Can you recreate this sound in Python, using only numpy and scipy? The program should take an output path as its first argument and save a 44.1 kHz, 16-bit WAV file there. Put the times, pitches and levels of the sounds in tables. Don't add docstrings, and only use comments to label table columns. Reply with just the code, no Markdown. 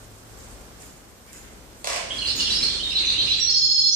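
import sys
import numpy as np
from scipy import signal
from scipy.io import wavfile
from scipy.ndimage import minimum_filter1d

SR = 44100
rng = np.random.default_rng(int(sys.argv[2]) if len(sys.argv) > 2 else 0)


def to_wav(s):
    ch = np.atleast_2d(s).T
    pcm = np.round(np.clip(ch, -1, 1) * 32767)
    wavfile.write(sys.argv[1], SR, pcm.astype(np.int16))


def gain_from_db(level_db):
    decades = np.asarray(level_db, float) / 20
    return 10 ** decades


N = 174195

# start in seconds, length in seconds, start pitch in Hz, end pitch in Hz, level in dB.
SLURRED_NOTES = [(2.177, 0.015, 5020, 4180, -38), (2.184, 0.021, 4204, 4114, -35),
                 (2.256, 0.01, 4145, 4120, -25.5), (2.267, .015, 4070, 5030, -28),
                 (2.29, 0.016, 4980, 5400, -34), (2.285, 0.026, 4400, 3630, -31.5),
                 (2.385, 0.06, 5510, 5180, -36.5), (2.398, .012, 3264, 5250, -26.5),
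                 (2.408, 0.021, 4530, 4010, -28.5), (2.425, 0.012, 4840, 5390, -37),
                 (2.472, 0.028, 5500, 5520, -35.5), (2.503, 0.032, 3826, 4790, -26.5),
                 (2.548, 0.031, 5286, 5220, -29.5), (2.61, 0.014, 2200, 3880, -36),
                 (2.615, 0.023, 5100, 5390, -34.5), (2.627, 0.018, 3950, 4500, -23),
                 (2.665, 0.026, 4270, 4330, -37.5), (2.665, 0.012, 5400, 5400, -44.5),
                 (2.69, 0.022, 3314, 3710, -33.5), (2.735, 0.017, 4450, 3240, -33),
                 (2.832, 0.022, 3810, 3610, -29), (2.89, 0.027, 3683, 4250, -31.5),
                 (2.9, 0.031, 4950, 5530, -40.5), (3.255, 0.075, 4950, 5560, -42)]
# start in seconds, level in dB.
CHIP_CALLS = [
    (2.953, -23.5),
    (3.07, -23.5),
    (3.186, -24),
    (3.305, -24),
    (3.386, -48),
]
# start in seconds, level in dB.
TRILL_SYLLABLES = [
    (3.469, -25.5),
    (3.542, -24),
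    (3.616, -24.5),
    (3.69, -25),
    (3.76, -23.5),
    (3.835, -23),
    (3.91, -37),
]
# delay in seconds, length in seconds, start pitch in Hz, end pitch in Hz,
# level in dB.
SYLLABLE_PARTS = [
    (-.012, 0.05, 3234, 3620, -19),
    (0, 0.0347, 4224, 4424, -2.5),
    (0.026, 0.0275, 5103, 5256, 0.5),
    (0.031, 0.039, 6850, 6250, -16.5),
]
# start in seconds, length in seconds, start pitch in Hz, end pitch in Hz, level in dB.
CLEAR_NOTES = [(2.096, 0.014, 2764, 3335, -34), (2.104, 0.018, 3310, 3226, -29),
               (2.134, .012, 3265, 3280, -29), (2.213, 0.016, 3000, 2720, -29),
               (2.27, 0.021, 2990, 2500, -38), (2.388, 0.023, 2978, 2827, -28.5),
               (2.445, 0.0194, 3520, 3185, -30), (2.455, 0.025, 3317, 2740, -29.5),
               (2.49, 0.022, 3060, 3410, -37.5), (2.728, 0.011, 6600, 6600, -54),
               (2.795, 0.026, 3000, 3325, -31.5), (3.052, 0.022, 6480, 5710, -34.5),
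               (3.178, 0.019, 3160, 3236, -28), (3.19, 0.027, 6100, 5830, -42),
               (3.29, 0.017, 3450, 3180, -32.5), (3.29, 0.023, 6270, 6230, -38),
               (3.372, 0.021, 7400, 7500, -40.5), (3.39, 0.018, 7790, 7920, -44.5),
               (3.4, 0.047, 5610, 5713, -23.5), (3.495, 0.036, 5660, 5610, -28.5),
               (3.92, 0.056, 5930, 6290, -23.5)]
SQUEAK_NOTE = [
    (2.357, 0.025, 6960, 6500, -30.5),
]
# start in seconds, length in seconds, start pitch in Hz, end pitch in Hz, level in dB.
HOARSE_NOTES = [
    (2.905, 0.022, 2810, 2680, -31.5),
    (3.0, .02, 1976, 2480, -43),
    (3.022, 0.031, 2802, 2374, -33),
    (3.1, 0.025, 2098, 2600, -46),
    (3.125, 0.038, 2693, 2966, -33),
    (3.265, 0.022, 2865, 2706, -29),
    (3.375, 0.021, 1800, 2520, -43.5),
]
# start in seconds, length in seconds, start pitch in Hz, end pitch in Hz, level in dB.
FAR_CHIRPS = [
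    (.37, 0.037, 7800, 6200, -56.5),
    (.83, 0.026, 7500, 6300, -55),
    (1.33, 0.086, 6800, 6850, -59),
]

# start in seconds, peak in dB.
WING_CLAPS = [(1.8435, -20.5), (1.854, -32.5), (1.872, -18), (1.888, -29), (1.9005, -19.5), (1.912, -28),
              (1.924, -26.5), (1.932, -25), (1.945, -27), (1.9612, -20.5), (1.978, -27)]
# frequency in Hz, level in dB, 60 dB decay time in seconds.
CLAP_RESONANCES = [(542, -12, 0.02), (678, -13.5, 0.031), (1065, -12, 0.019), (1460, -15, 0.0032),
                   (1800, -13.5, 0.009), (2200, -14, 0.008), (4500, -16, 0.0044)]
# time in seconds, level in dB.
WHIRR_LEVEL = [(1.8, -87), (2.0, -48), (2.15, -39.5), (2.35, -34), (2.7, -33), (2.9, -41.5), (3.05, -38),
               (3.3, -37.5), (3.45, -46), (3.6, -48.5), (3.9, -66)]
# frequency in Hz, density in dB per Hz.
WHIRR_SPECTRUM = [(30, -32), (100, 0), (300, 3), (700, -9.5), (2000, -3.5), (7000, -1.5), (10000, -22),
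                  (15000, -63.5)]

# start in seconds, peak in dB.
SEED_PECKS = [
    (0.5113, -36),
    (0.6534, -46),
    (0.823, -35),
    (1.265, -41),
    (1.3308, -33.5),
    (1.8125, -61),
    (2.2195, -37),
]
# start in seconds, peak in dB.
FOOT_SCUFFS = [(.38, -62), (.8, -41), (1.27, -39.5), (1.33, -38.5), (1.43, -36.5), (1.49, -60), (1.7, -45),
               (2.85, -31), (2.95, -33.5), (3.38, -33.5), (3.46, -46.5)]
# start in seconds, peak in dB.
RIM_KNOCKS = [
    (.8, -46),
    (2.1, -36),
    (2.28, -42),
    (3.13, -40),
    (3.19, -36),
]
# time in seconds, level in dB.
RUSTLE_LEVEL = [(0, -47), (.15, -51), (.42, -48), (.76, -53), (.83, -40), (1.05, -58), (1.25, -53),
                (1.34, -44.5), (1.65, -60), (1.85, -45.5), (2.1, -57)]
# frequency in Hz, density in dB per Hz.
SEED_SPECTRUM = [(710, -41.5), (1200, 9), (1870, 0), (2600, -6), (5270, 2), (7080, 7.5), (13900, -9.5),
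                 (15000, -7)]

# time in seconds, level in dB.
MOTOR_LEVEL = [(0, -48), (2.6, -89), (3.1, -54), (3.3, -40.5), (3.5, -46.5), (3.95, -55.5)]
# time in seconds, level in dB.
AIR_SWELL = [(0, -49.5), (.25, -54.5), (.45, -43), (.85, -51), (1.05, -55), (1.25, -58), (1.45, -49),
             (1.8, -52.5), (2.3, -43), (3.3, -44.5), (3.6, -53.5), (3.95, -57)]
# frequency in Hz, density in dB per Hz.
AIR_SPECTRUM = [(21, -40), (35, -16), (64, -8), (151, -7), (357, -7.5), (750, -12.5), (2570, -21.5),
                (9000, -24), (11700, -60), (19800, -120)]
# frequency in Hz, rms level in dB.
HUM_PARTIALS = [(43, -53), (64, -52.5), (109, -58)]

# frequency in Hz, left-right likeness from -1 to 1.
EAR_LIKENESS = [(60, -0.15), (240, 0.94), (950, 0.095), (3770, -0.1), (15000, -0.057)]
# frequency in Hz, left minus right in dB.
EAR_LEAN = [(60, 6), (380, 0), (2380, -0.5), (15000, -6)]
# frequency in Hz, 60 dB decay time in seconds.
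ROOM_DECAY = [(300, 1), (1500, 0.97), (4000, 0.83), (8000, 0.56), (14000, 0.089)]


def sing(notes, warble_hz, wobble_hz, breath_db, octave_db):
    attack_s, release_s, warble_per_s, fade_db = 0.0023, 0.0013, 70, -5.5
    out = np.zeros(N + SR)
    shake = rms_one(signal.lfilter([1], [1, -0.95], rng.standard_normal(N + SR)))
    hiss = np.diff(rng.standard_normal(N + SR + 1))
    for start, length, hz0, hz1, db in notes:
        t = np.arange(int(length * SR)) / SR
        i = int(start * SR)
        j = i + len(t)
        glide = hz0 + (hz1 - hz0) * np.sin(np.pi / 2 * t / length) ** 2
        warble = warble_hz * (t / length) ** 1.4 * np.sin(2 * np.pi * warble_per_s * t)
        phase = 2 * np.pi * np.cumsum(glide + warble + wobble_hz * shake[i:j]) / SR
        ramp = np.clip(np.minimum(t / attack_s, (length - t) / release_s), 0, 1)
        envelope = gain_from_db(db + fade_db * t / length) * np.sin(np.pi / 2 * ramp) ** 2
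        voice = np.sin(phase) + gain_from_db(octave_db) * np.sin(2 * phase) + gain_from_db(breath_db) * hiss[i:j]
        out[i:j] += envelope * voice
    return out[:N]


def trill():
    notes = []
    for start, db in TRILL_SYLLABLES:
        for delay, length, hz0, hz1, part_db in SYLLABLE_PARTS:
            notes.append((start + delay, length, hz0 * rng.normal(1, 0.007), hz1, db + part_db))
    return sing(notes, warble_hz=30, wobble_hz=46, breath_db=-73, octave_db=-76)


def first_singer():
    slurs = sing(SLURRED_NOTES, warble_hz=118.4, wobble_hz=110, breath_db=-32.5, octave_db=-24)
    chip_notes = [(start, 0.034, 3990, 3950, db) for start, db in CHIP_CALLS]
    chips = sing(chip_notes, warble_hz=776, wobble_hz=87, breath_db=-42, octave_db=-47)
    return placed(slurs + chips + trill(), pan_db=-3, lag_s=0.000438, direct_db=6.5, room_db=9.5)


def second_singer():
    pips = sing(CLEAR_NOTES, warble_hz=30, wobble_hz=94.4, breath_db=-50, octave_db=-56)
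    squeak = sing(SQUEAK_NOTE, warble_hz=146.6, wobble_hz=51, breath_db=-41, octave_db=-11)
    return placed(pips + squeak, pan_db=-6, lag_s=0.000357, direct_db=0, room_db=5)


def third_bird():
    croaks = sing(HOARSE_NOTES, warble_hz=250, wobble_hz=200, breath_db=-27.5, octave_db=-21)
    return placed(croaks, pan_db=-4, lag_s=0.00045, direct_db=-1.5, room_db=6)


def bursts(events, decay_s, low_hz, high_hz):
    clicks = np.zeros(N)
    for start, db in events:
        clicks[int(start * SR)] = gain_from_db(db)
    envelope = signal.lfilter([1], [1, -np.exp(-1 / (decay_s * SR))], clicks + 1e-18)
    return clicks, band_pass(envelope * rng.standard_normal(N), low_hz, high_hz)


def take_off():
    clicks, out = bursts(WING_CLAPS, decay_s=0.0023, low_hz=1150, high_hz=7500)
    out = out + gain_from_db(-4) * band_pass(clicks, 2000, 11000)
    for k, (hz, db, t60) in enumerate(CLAP_RESONANCES):
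        r, w = gain_from_db(-60 / (t60 * SR)), 2 * np.pi * hz / SR
        ring = signal.lfilter([0, np.sin(w)], [1, -2 * r * np.cos(w), r * r], clicks + 1e-18)
        out = out + (-1) ** k * gain_from_db(db) * ring
    return band_pass(out, 420, 11500, order=3)


def claps_and_pecks():
    pecks = bursts(SEED_PECKS, decay_s=0.00058, low_hz=4950, high_hz=11500)[1]
    return placed(take_off() + gain_from_db(1) * pecks, pan_db=-3, lag_s=0.00041, direct_db=5.5, room_db=7.5)


def wing_whirr():
    wingbeat_hz, beat_db = 8.3, 2
    beat = beat_db * np.sin(2 * np.pi * wingbeat_hz * np.arange(N) / SR + 1.62)
    return gain_from_db(in_time(WHIRR_LEVEL) + beat) * banded_noise(WHIRR_SPECTRUM, patchy_db=1)


def rim_knocks():
    knocks = bursts(RIM_KNOCKS, decay_s=0.018, low_hz=400, high_hz=614)[1]
    return placed(knocks, pan_db=-2, lag_s=0.00035, direct_db=11, room_db=14)


def foot_scuffs():
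    scuffs = bursts(FOOT_SCUFFS, decay_s=0.012, low_hz=1590, high_hz=3000)[1]
    return placed(scuffs, pan_db=0, lag_s=0.00068, direct_db=-8, room_db=2)


def seed_rustle():
    return gain_from_db(in_time(RUSTLE_LEVEL) - 5.5) * banded_noise(SEED_SPECTRUM, patchy_db=3.5)


def far_chirps():
    chirps = sing(FAR_CHIRPS, warble_hz=199, wobble_hz=200, breath_db=-7, octave_db=-40)
    return placed(chirps, pan_db=-1, lag_s=0.00013, direct_db=4, room_db=9.5)


def far_motor():
    phase = 2 * np.pi * 106.7 * np.arange(N) / SR + 1.5 * drift(5.1)
    return gain_from_db(in_time(MOTOR_LEVEL) + 2 * drift(6)) * np.sin(phase)


def room_air_and_hum():
    swell_db = in_time(AIR_SWELL)
    swell_db = swell_db - swell_db.mean()
    air = gain_from_db(-47 + 0.36 * swell_db) * banded_noise(AIR_SPECTRUM, patchy_db=0)
    hum = np.zeros(N)
    for hz, db in HUM_PARTIALS:
        phase = 2 * np.pi * hz * np.arange(N) / SR + 1.72 * drift(2.2)
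        hum += gain_from_db(db + 1 + 1.9 * drift(7.5)) * np.sin(phase)
    return air + hum * gain_from_db(swell_db + np.array([[2.2], [-2.2]]))


def placed(x, pan_db, lag_s, direct_db, room_db):
    first_echo_s, early_s, early_db = 0.0025, 0.076, 1
    t = np.arange(SR) / SR
    white = rng.standard_normal((2, 2, SR))
    tail = np.zeros((2, SR))
    for k, (hz, sos) in enumerate(bands()[6:]):
        tail += signal.sosfilt(sos, white[k % 2]) * gain_from_db(-60 * t / at_hz(ROOM_DECAY, hz))
    tail *= np.clip(t / first_echo_s - 1, 0, 1)
    tail *= gain_from_db(early_db * np.clip((early_s - t) / 0.0094, 0, 1))
    tail /= np.sqrt(np.sum(tail ** 2) / 2)
    wet = signal.fftconvolve(x[None], tail, axes=1)[:, :N]
    late = np.interp(np.arange(N) - lag_s * SR, np.arange(N), x)
    both = gain_from_db(direct_db) * np.array([late, x]) + gain_from_db(room_db) * wet
    return both * gain_from_db([[pan_db / 2], [-pan_db / 2]])


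def banded_noise(spectrum, patchy_db):
    out = np.zeros((2, N))
    white = rng.standard_normal((2, 2, N))
    sign = np.array([[1], [-1]])
    for k, (hz, sos) in enumerate(bands()):
        mid, side = signal.sosfilt(sos, white[k % 2])
        alike = np.clip(at_hz(EAR_LIKENESS, hz), -1, 1)
        pair = np.sqrt(1 + alike) * mid + np.sqrt(1 - alike) * side * sign
        level_db = at_hz(spectrum, hz) + at_hz(EAR_LEAN, hz) / 2 * sign + patchy_db * drift(21)
        out += gain_from_db(level_db) * pair * (spectrum[0][0] < hz * 1.5)
    return rms_one(out)


def bands():
    edges = 25 * 2 ** np.arange(0, 9.6, 0.5)
    return [(np.sqrt(a * b), signal.butter(2, [a, b], "band", fs=SR, output="sos"))
            for a, b in zip(edges, edges[1:])]


def band_pass(x, low_hz, high_hz, order=2):
    return signal.sosfilt(signal.butter(order, [low_hz, high_hz], "band", fs=SR, output="sos"), x)


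def drift(rate):
    r = np.exp(-80 * np.pi * rate / SR)
    slow = signal.lfilter([1], [1, -2 * r, r * r], rng.standard_normal(N // 40 + 2002))[2000:]
    return np.interp(np.arange(N) / 40, np.arange(len(slow)), rms_one(slow))


def in_time(rows):
    return np.interp(np.arange(N) / SR, *np.transpose(rows))


def at_hz(points, hz):
    point_hz, values = np.transpose(points)
    return np.interp(np.log(hz), np.log(point_hz), values)


def rms_one(x):
    return x / np.sqrt(np.mean(x ** 2) + 1e-20)


def scene():
    out = first_singer() + second_singer() + third_bird()
    out += claps_and_pecks() + wing_whirr()
    out += rim_knocks() + foot_scuffs() + seed_rustle()
    return out + far_chirps() + far_motor() + room_air_and_hum()


def treble_gate(x):
    frame, group = 2048, 8
    from_hz, cutoff_hz = 7600, 14700
    gate_db, tilt_db_per_octave, luck_db = -45, 0.5, 4.4
    hz, _, z = signal.stft(np.pad(x, [(0, 0), (0, frame)], "reflect"), SR, nperseg=frame)
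    hz, power = hz[1:, None], np.mean(np.abs(z[:, 1:]) ** 2, axis=0)
    band = power.reshape(-1, group, power.shape[1]).sum(axis=1)
    band = np.repeat(band * gain_from_db(2 * rng.exponential(luck_db, band.shape)), group, axis=0)
    held = -minimum_filter1d(-(power * (hz > 300)).sum(axis=0), size=7, origin=3)
    threshold_db = gate_db + tilt_db_per_octave * np.log2(hz / from_hz)
    over_db = 10 * np.log10(band / held + 1e-20) - threshold_db
    lucky = rng.random(over_db.shape) < 0.0052
    over_db = over_db + 24 * lucky
    over_db[:, -5:] = over_db[:, -6:-5]
    gain = np.clip(over_db / 2, 0, 1) * gain_from_db(7 * lucky)
    z[:, 1:] *= np.where(hz > from_hz, gain, 1) * (hz < cutoff_hz)
    return signal.istft(z, SR, nperseg=frame)[1][:, :N]


def roll_off(x):
    return signal.sosfilt(signal.butter(12, 15690, fs=SR, output="sos"), x)


def record(dry):
    high_pass = signal.butter(2, 7000, "high", fs=SR, output="sos")
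    hiss = signal.sosfilt(high_pass, rng.standard_normal(dry.shape))
    mix = treble_gate(dry + gain_from_db(-55) * hiss)
    return roll_off(mix)


dry = scene()
out = record(dry)
to_wav(out)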